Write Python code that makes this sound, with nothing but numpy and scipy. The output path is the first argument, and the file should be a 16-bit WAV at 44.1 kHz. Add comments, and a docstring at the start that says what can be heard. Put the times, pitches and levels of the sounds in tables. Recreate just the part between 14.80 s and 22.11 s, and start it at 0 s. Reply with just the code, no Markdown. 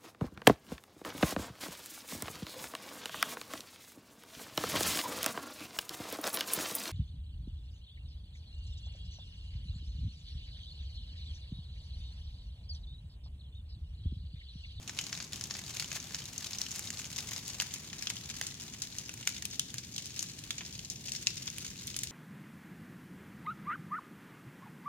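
"""Green branches burn in a clearing, some metres from a hand-held stereo microphone.
From the start, flames rumble softly, steam hisses and leaves and needles crackle. Sap pockets burst in
sharp pops that scatter through the twigs, stir up the crackle and return from the trees.
Between 2 and 3 s the microphone turns; from about 4 s it sinks and the ground reflection cuts a dip
near 1 kHz into the crackle and hiss. The loudest pop comes at 6.5 s."""
import sys
import numpy as np
from scipy import signal
from scipy.fft import rfft, irfft, next_fast_len
from scipy.io import wavfile
from scipy.ndimage import map_coordinates

SR = 44100
rng = np.random.default_rng(int(sys.argv[2]) if len(sys.argv) > 2 else 0)


def bounce(signal):
    """Save signal as a 16-bit WAV file at the path given by the first command-line argument."""
    frames = np.transpose(np.atleast_2d(signal))
    limited = np.clip(frames, -1, 1)
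    pcm = np.round(limited * 32767).astype(np.int16)
    wavfile.write(sys.argv[1], SR, pcm)


N = 322371

# loud sap pockets: start_s, relative_level_db, thud_db, snap_db, scatter_ms, ring_hz
LOUD_POPS = [(0.0766, -37.5, -1, 1, 6.3, 2670), (0.0946, -35.5, 9, -6, 2.3, 1510),
             (0.1884, -27.5, 6.5, 0, 3.3, 3150), (0.2116, -35.5, 5, 6, 5.8, 6670),
             (0.2665, -37, 10.5, 6, 3.3, 4340), (0.3277, -32, 10.5, -7, 3, 5400),
             (0.3749, -39.5, 3, -2, 3.8, 2140), (0.402, -36.5, 8, -13, 6.7, 4630),
             (0.524, -43, 13, 6, 4.5, 5010), (0.5324, -34.5, 8, 5, 0.7, 6600),
             (0.6108, -34, 7, 4, 2.4, 5070), (0.639, -33.5, -40, 7, 1.7, 5500),
             (0.709, -32, 10, -23, 1.9, 5160), (0.7509, -39, 14, -15, 5, 4340),
             (0.969, -34.5, 1, 1, 1.6, 2620), (0.9975, -30, 3, 5, 4.6, 4400),
             (1.024, -35.5, 11, 4, 3.3, 4550), (1.1164, -34, 15.5, -8, 1.5, 6670),
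             (1.155, -42, -21, -6, 4.1, 7900), (1.3459, -31, 6.5, -10, 0.86, 4280),
             (1.4554, -40, -5, 3, 1.3, 3760), (1.5797, -32.5, -30, 4.5, 2.4, 6500),
             (1.785, -33, -7, 3, 2.4, 5800), (1.816, -27.5, -2, 2, 0.7, 5430),
             (1.915, -34.5, -2, 5, 3.5, 7040), (1.9935, -34, 8.5, 14, 1.3, 6550),
             (2.104, -33, 3, 5, 1.5, 6950), (2.385, -32.5, 4.5, 2, 5.8, 5170),
             (2.562, -35, 8, -2, 3.7, 4860), (2.6796, -35.5, -2, 9, 2.8, 6990),
             (2.8, -25, 10, -2, 2.4, 4600), (2.8108, -32, 8, 9, 2.9, 5100),
             (2.8203, -32, 12, 15, 1.3, 6740), (2.9389, -32.5, 6, 12, 4.3, 6800),
             (3.13, -39.5, 11, -20, 3.3, 2830), (3.2238, -33, 10, 8.5, 5.8, 5250),
             (3.271, -29, 3, -11, 2.7, 3280), (3.301, -29.5, 4.5, 5, 2.3, 2050),
             (3.613, -29.5, 15.5, 7, 1.1, 1850), (3.6675, -33.5, -4, 5, 3.2, 8100),
             (4.0196, -30, -4, 6, 5, 1590), (4.185, -32, -1, 6, 1.2, 6200),
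             (4.293, -36.5, 11.5, 2, 2.1, 2450), (4.3396, -40.5, 13, 20, 1.5, 6670),
             (4.474, -22.5, 9, 3.5, 1.2, 2100), (4.4911, -34.5, 9, 14, 1.6, 6700),
             (4.6228, -35, 7, 7, 1.9, 1800), (4.6531, -30, 2, 12.5, 1.9, 3300),
             (4.7952, -23.5, -4.5, 5.5, 1.2, 3250), (4.942, -35.5, 14, 16, 0.82, 6800),
             (4.9825, -33, -5, 1, 4.4, 2100), (5.1628, -35.5, -8, 2, 1.8, 3400),
             (5.18, -32, -2, 0, 4.5, 2940), (5.257, -38.5, -6, 8, 2.8, 2830),
             (5.392, -29, -7, 6, 3.4, 6140), (5.4269, -31, 3, 11, 2.6, 7040),
             (5.7064, -29, 4.5, 6, 3.3, 3470), (5.7813, -34.5, -1.5, -7, 6.7, 2360),
             (5.808, -38.5, 20, -16, 6.7, 3110), (5.992, -38, -2.5, 0, 1.6, 3130),
             (6.1, -32.5, -8, 6, 6.7, 6330), (6.2828, -38, -3, -6, 4.5, 3000),
             (6.3195, -31, -8, 0, 3, 6800), (6.4705, -20.5, -4, -7, 2.2, 2600),
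             (6.5692, -42, 4, 3, 2.6, 5510), (6.6769, -35, 8.5, -26, 3.5, 3550),
             (6.783, -35, 6, 15, 1.5, 3140), (7.0706, -36, -22, 16, 4, 6700),
             (7.1643, -30.5, -1, 10, 3.6, 10300), (7.1895, -31.5, -5, 10, 1.6, 6470),
             (7.2342, -29.5, -5, 11, 3.6, 1670)]


def from_db(db):
    """Decibels to gain."""
    return 10 ** (np.asarray(db) / 20)


def unit_rms(x):
    """Scale to rms 1."""
    return x / np.sqrt(np.mean(x ** 2) + 1e-20)


def in_time(rows):
    """Interpolate rows of time_s, value at every sample."""
    return np.interp(np.arange(N) / SR, *np.transpose(rows))


def at_hz(points, hz):
    """Read a spectrum on a log-frequency axis."""
    freqs, values = np.transpose(points)
    return np.interp(np.log(hz + 1), np.log(freqs), values)


def drift(rate_hz, hop=40):
    """Slow random curve, rms 1."""
    pole = np.exp(-2 * np.pi * hop * rate_hz / SR)
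    noise = rng.standard_normal(N // hop + 2002)
    slow = signal.lfilter([1], [1, -2 * pole, pole * pole], noise)[2000:]
    return np.interp(np.arange(N) / hop, np.arange(len(slow)), unit_rms(slow))


def band(x, edges_hz, kind, order=2):
    """Butterworth filter."""
    return signal.sosfilt(signal.butter(order, edges_hz, kind, fs=SR, output="sos"), x)


def convolve(x, response):
    """Filter each channel by its response, keeping the length."""
    return signal.fftconvolve(x, response, axes=-1)[:, :x.shape[-1]]


def coloured(x, spectrum, thud_db=0, snap_db=0, ring_hz=3000, ring_db=0, ring_width=0.11, size=2048):
    """Filter by a spectrum, low (thud) and high (snap) shelves, a resonance and each port's colour."""
    # left minus right microphone port: freq_hz, difference_db
    port_balance = [(300, -0.5), (800, 3), (1200, -5), (1700, -4), (2500, -0.5), (3400, 1), (5400, 5.5),
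                    (8500, -1), (11000, 2), (15000, 6)]
    hz = np.arange(size // 2 + 1) * SR / size
    shelves = at_hz([(1700, thud_db), (3800, 0.016), (6800, 0), (10000, snap_db)], hz)
    ring = ring_db / (1 + (np.log((hz + 1) / ring_hz) / ring_width) ** 2)
    db = at_hz(spectrum, hz) + shelves + ring + at_hz(port_balance, hz) * [[.5], [-.5]]
    cepstrum = irfft(np.log(from_db(db)))
    cepstrum[:, 1:size // 2] *= 2   # fold to minimum phase
    cepstrum[:, size // 2 + 1:] = 0
    return convolve(x, irfft(np.exp(rfft(cepstrum))))


def at_ports(direct, diffuse):
    """Direct sound reaches the right port later; diffuse treble differs between the ports."""
    # right port behind left: freq_hz, lag_rad
    port_lag = [(1000, 0.79), (2000, 0.46), (3600, 0.66), (5500, 2.4), (7500, 1.47), (12000, 1.23)]
    size = next_fast_len(len(direct))
    lag_rad = at_hz(port_lag, np.arange(size // 2 + 1) * SR / size)
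    late = irfft(rfft(direct, size) * np.exp(-1j * lag_rad), size)[:len(direct)]
    return np.array([direct, late]) + band(diffuse, 3100, "high", order=1)


def clearing(x, t60_s=0.48, wash_db=-11.5, smear_s=0.0024, band_hz=(1500, 9000), size=26000):
    """Bushes return a thin wash, the tree line two smeared echoes; leaves reflect little of the lows."""
    # tree line: delay_s, level_db
    tree_echoes = [(.107, -20), (.152, -24.5)]
    t = np.arange(size) / SR
    noise = rng.standard_normal((2, size))
    response = from_db(wash_db) * unit_rms(noise * from_db(-60 * t / t60_s) * (t > .006))
    for delay_s, db in tree_echoes:
        response += from_db(db) * unit_rms(noise * (t > delay_s) * np.exp(-abs(t - delay_s) / smear_s))
    return band(convolve(x, response / np.sqrt(size)), band_hz, "band", order=1)


def ground_reflection(x, width=0.94, treble_share=0.083, block=512):
    """A dip moves with the height of the microphone; treble is lost as it sinks and tilts away."""
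    # interference with the ground reflection: time_s, gain_db, centre_hz
    ground_dip = [(0, 3, 880), (2.8, 1.5, 900), (3.8, -0.5, 1010), (5.2, -8.5, 1100), (5.75, -3, 890),
                  (6.15, -12, 1300), (6.5, -9, 840), (7.3, -10, 840)]
    time_s, db, hz = np.transpose(ground_dip)
    dip_db, centre_hz = in_time(np.c_[time_s, db]), in_time(np.c_[time_s, hz])
    dip_band, state = np.zeros_like(x), np.zeros((2, 2))
    for i in range(0, N, block):
        b, a = signal.iirpeak(centre_hz[i], 1 / width, fs=SR)
        dip_band[:, i:i + block], state = signal.lfilter(b, a, x[:, i:i + block], zi=state)
    x = x + (from_db(dip_db) - 1) * dip_band
    return x + (from_db(treble_share * dip_db) - 1) * band(x, 15000, "high", order=1)


def microphone_turn(x):
    """The right port hears the fire earlier or later as the microphone turns in the hand."""
    # extra delay at the right port: time_s, delay_ms
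    turn_delay = [(0, -0.041), (2.2, -0.03), (3.2, 0.011), (7.3, 0.0066)]
    read_at = np.arange(N) - in_time(turn_delay) * SR / 1000
    return np.array([x[0], map_coordinates(x[1], [read_at], order=5)])


def flames(side_db=-20.0, breeze_db=-23.5):
    """The flame column rumbles nearly alike at both ports; a light breeze brushes each separately."""
    # rumble spectrum: freq_hz, density_db
    rumble_spectrum = [(18, -21), (32, -48), (55, -5.5), (80, -3), (120, 0.5), (190, -3.5), (290, -10.5),
                       (430, -18.5), (620, -32), (1000, -29.5), (2500, -54)]
    # strength of the flame column: time_s, level_db
    rumble_level = [(0, -54), (.3, -51), (1.6, -53), (2.3, -51.5), (3.5, -52), (5.7, -52), (6.5, -51),
                    (7.3, -50.5)]
    mid, side = rng.standard_normal((2, N))
    noise = mid + from_db(side_db) * side * [[1], [-1]]
    rumble = unit_rms(coloured(noise, rumble_spectrum, size=8192))
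    breeze = unit_rms(band(rng.standard_normal((2, N)), [40, 95], "band"))
    return from_db(in_time(rumble_level)) * (rumble + from_db(breeze_db) * breeze)


def steam(flutter_db=1.2):
    """Sap boils off in a fine hiss with a slight, quick flutter."""
    # hiss spectrum: freq_hz, density_db
    hiss_spectrum = [(300, -1.5), (650, -1), (1300, -4.5), (2800, -1.5), (5400, -4), (6800, -3),
                     (8000, -9.5), (12500, -13), (16000, -17)]
    white = rng.standard_normal((3, N))
    hiss = coloured(at_ports(0.68 * white[0], white[1:]), hiss_spectrum)
    return unit_rms(hiss) * from_db(flutter_db * drift(rate_hz=45))


def burst(scatter_ms, shock_db=-11.0, diffuse_db=2.0, grain_db=3.0, near_ms=0.6, size=1600):
    """One shock, uneven reflections from the twigs around it, then a faint trail from the whole pile."""
    ms = np.arange(size) * 1000 / SR
    scatter = np.exp(-(ms / max(scatter_ms, .3)) ** 0.67)
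    nearest_twigs = np.exp(-ms / near_ms)
    trail = from_db(-17.0) * np.exp(-ms / 7)
    onset = 1 - np.exp(-ms / 0.093)
    noise = rng.standard_normal((3, size))
    grain = from_db(grain_db * np.minimum(rng.standard_normal(size), 1))
    twigs = unit_rms(noise * grain * (scatter + nearest_twigs + trail) * onset) / np.sqrt(size)
    # a burst deep in the pile scatters longer and shows less shock
    shock = signal.unit_impulse(size, 14) * from_db(shock_db) * np.exp(-abs(scatter_ms) / 4.9)
    return at_ports(twigs[0] + shock, from_db(diffuse_db) * twigs[1:])


def crackle(per_s=280, spread_db=6.5, scatter_ms=3.4, ring_db=6.5, spot_count=120):
    """Leaves and needles burst in quick clumps, at spots that each scatter and ring differently."""
    # click spectrum: freq_hz, density_db
    click_spectrum = [(250, -19), (600, -8.5), (1300, -7), (2700, 0), (5400, 2), (6800, 4.5), (8000, -5),
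                      (12500, -12.5), (16000, -14.5)]
    clumps = from_db(3 * drift(rate_hz=45))
    starts = np.flatnonzero(rng.random(N) < per_s * clumps / SR)
    gains = from_db(spread_db * np.minimum(rng.exponential(1, N), 2.2))[starts]
    spots = rng.integers(0, spot_count, N)[starts]
    out = np.zeros((2, N))
    for spot, ring_hz in enumerate(np.geomspace(1700, 8000, spot_count)):
        depth = rng.uniform(.25, 1.5)
        click = burst(scatter_ms * depth)
        thud_db, snap_db = rng.normal(0, 3.5), rng.normal(0, 2.3)
        click = unit_rms(coloured(click, click_spectrum, thud_db, snap_db, ring_hz, ring_db, size=512))
        for start, gain in zip(starts[spots == spot], gains[spots == spot]):
            out[:, start:start + click.shape[1]] += gain * click[:, :N - start]
    return unit_rms(out)


def stir_db(rise_db=2, decay_s=0.065):
    """Brief rise of the blaze after each loud pop, about its mean; harder pops stir up more."""
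    start_s, level_db = np.transpose(LOUD_POPS)[:2]
    strength = from_db(.5 * (level_db - level_db.mean()))
    kicks = np.bincount((start_s * SR).astype(int), strength, N)[:N]
    stir = np.tanh(signal.lfilter([1], [1, -np.exp(-1 / (decay_s * SR))], kicks))
    return rise_db * (stir - stir.mean())


def small_pockets(blaze_db, per_s=11.0, offset_db=10.0, count=200):
    """Rows as in LOUD_POPS: small sap pockets burst at random, louder when the blaze is strong."""
    wait, depth, pitch = rng.random((count, 3)).T
    softness, thud, snap = np.clip(rng.standard_normal((count, 3)), -2, 2).T
    start_s = np.cumsum(2 * wait / per_s)
    level_db = np.interp(start_s * SR, np.arange(N), blaze_db) + offset_db - 0.2 * softness
    thud_db, snap_db = 4.5 * thud, 5.0 * snap - 1.5
    scatter_ms = 4.6 * (.5 + depth)
    ring_hz = 2700 * 3 ** pitch
    rows = np.transpose([start_s, level_db, thud_db, snap_db, scatter_ms, ring_hz])
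    return rows[start_s < (N - 1) / SR]


def sap_pops(rows, gain_db=-1):
    """Sap pockets burst, each with its own ringing pitch; near 6.7 kHz it is the microphone's resonance."""
    # pop spectrum: freq_hz, density_db
    pop_spectrum = [(200, -22), (650, -18), (1200, -12.5), (2600, -2), (5400, 1), (6800, 3), (8000, -7),
                    (11000, -15), (16000, -23.5)]
    # how far the ring stands out of its pop: ring_hz, peak_db
    pop_ring = [(1400, 6), (2400, 5.5), (3200, 8.5), (4400, 7.5), (5400, 8), (6700, 6.5), (9500, 7)]
    out = np.zeros((2, N))
    for start_s, level_db, thud_db, snap_db, scatter_ms, ring_hz in rows:
        ring_db = at_hz(pop_ring, ring_hz)
        pop = coloured(burst(scatter_ms), pop_spectrum, thud_db, snap_db, ring_hz, ring_db, size=512)
        attack_rms = np.sqrt(np.mean(pop[:, :265] ** 2))   # first 6 ms
        pop *= from_db(level_db + gain_db) / attack_rms
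        start = max(0, round(start_s * SR))
        out[:, start:start + pop.shape[1]] += pop[:, :N - start]
    return out


def scene(crackle_db=1.7, steam_db=-54.5, steam_share=0.36, flurry_db=1.85, flurry_hz=7):
    """Crackle, steam and small pops follow the blaze; loud pops stand out and flames rumble below."""
    # how hard the foliage burns: time_s, level_db
    blaze = [(0.03, -53), (0.09, -53.5), (0.42, -49.5), (0.48, -59.5), (0.55, -51), (0.85, -47.5),
             (1.5, -52), (1.8, -47.5), (2.2, -50), (2.42, -46), (2.85, -50), (3.08, -52.5), (3.28, -49.5),
             (3.95, -51), (4.5, -52), (5.4, -53), (5.7, -53.5), (6.15, -51), (6.5, -49), (7.0, -50.5),
             (7.3, -49.5)]
    blaze_db = in_time(blaze) + stir_db() + flurry_db * drift(flurry_hz)
    rumble = flames()
    loud_pops = sap_pops(LOUD_POPS)
    bed = from_db(blaze_db + crackle_db) * crackle()
    bed += from_db(steam_db + steam_share * (blaze_db - blaze_db.mean())) * steam()
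    bed += sap_pops(small_pockets(blaze_db))
    fire = microphone_turn(ground_reflection(bed) + loud_pops)
    return fire + clearing(fire) + rumble


def record(dry, cutoff_hz=15900):
    """Steep low-pass."""
    return signal.sosfilt(signal.ellip(10, .2, 70, cutoff_hz, fs=SR, output="sos"), dry)


dry = scene()
out = record(dry)
bounce(out)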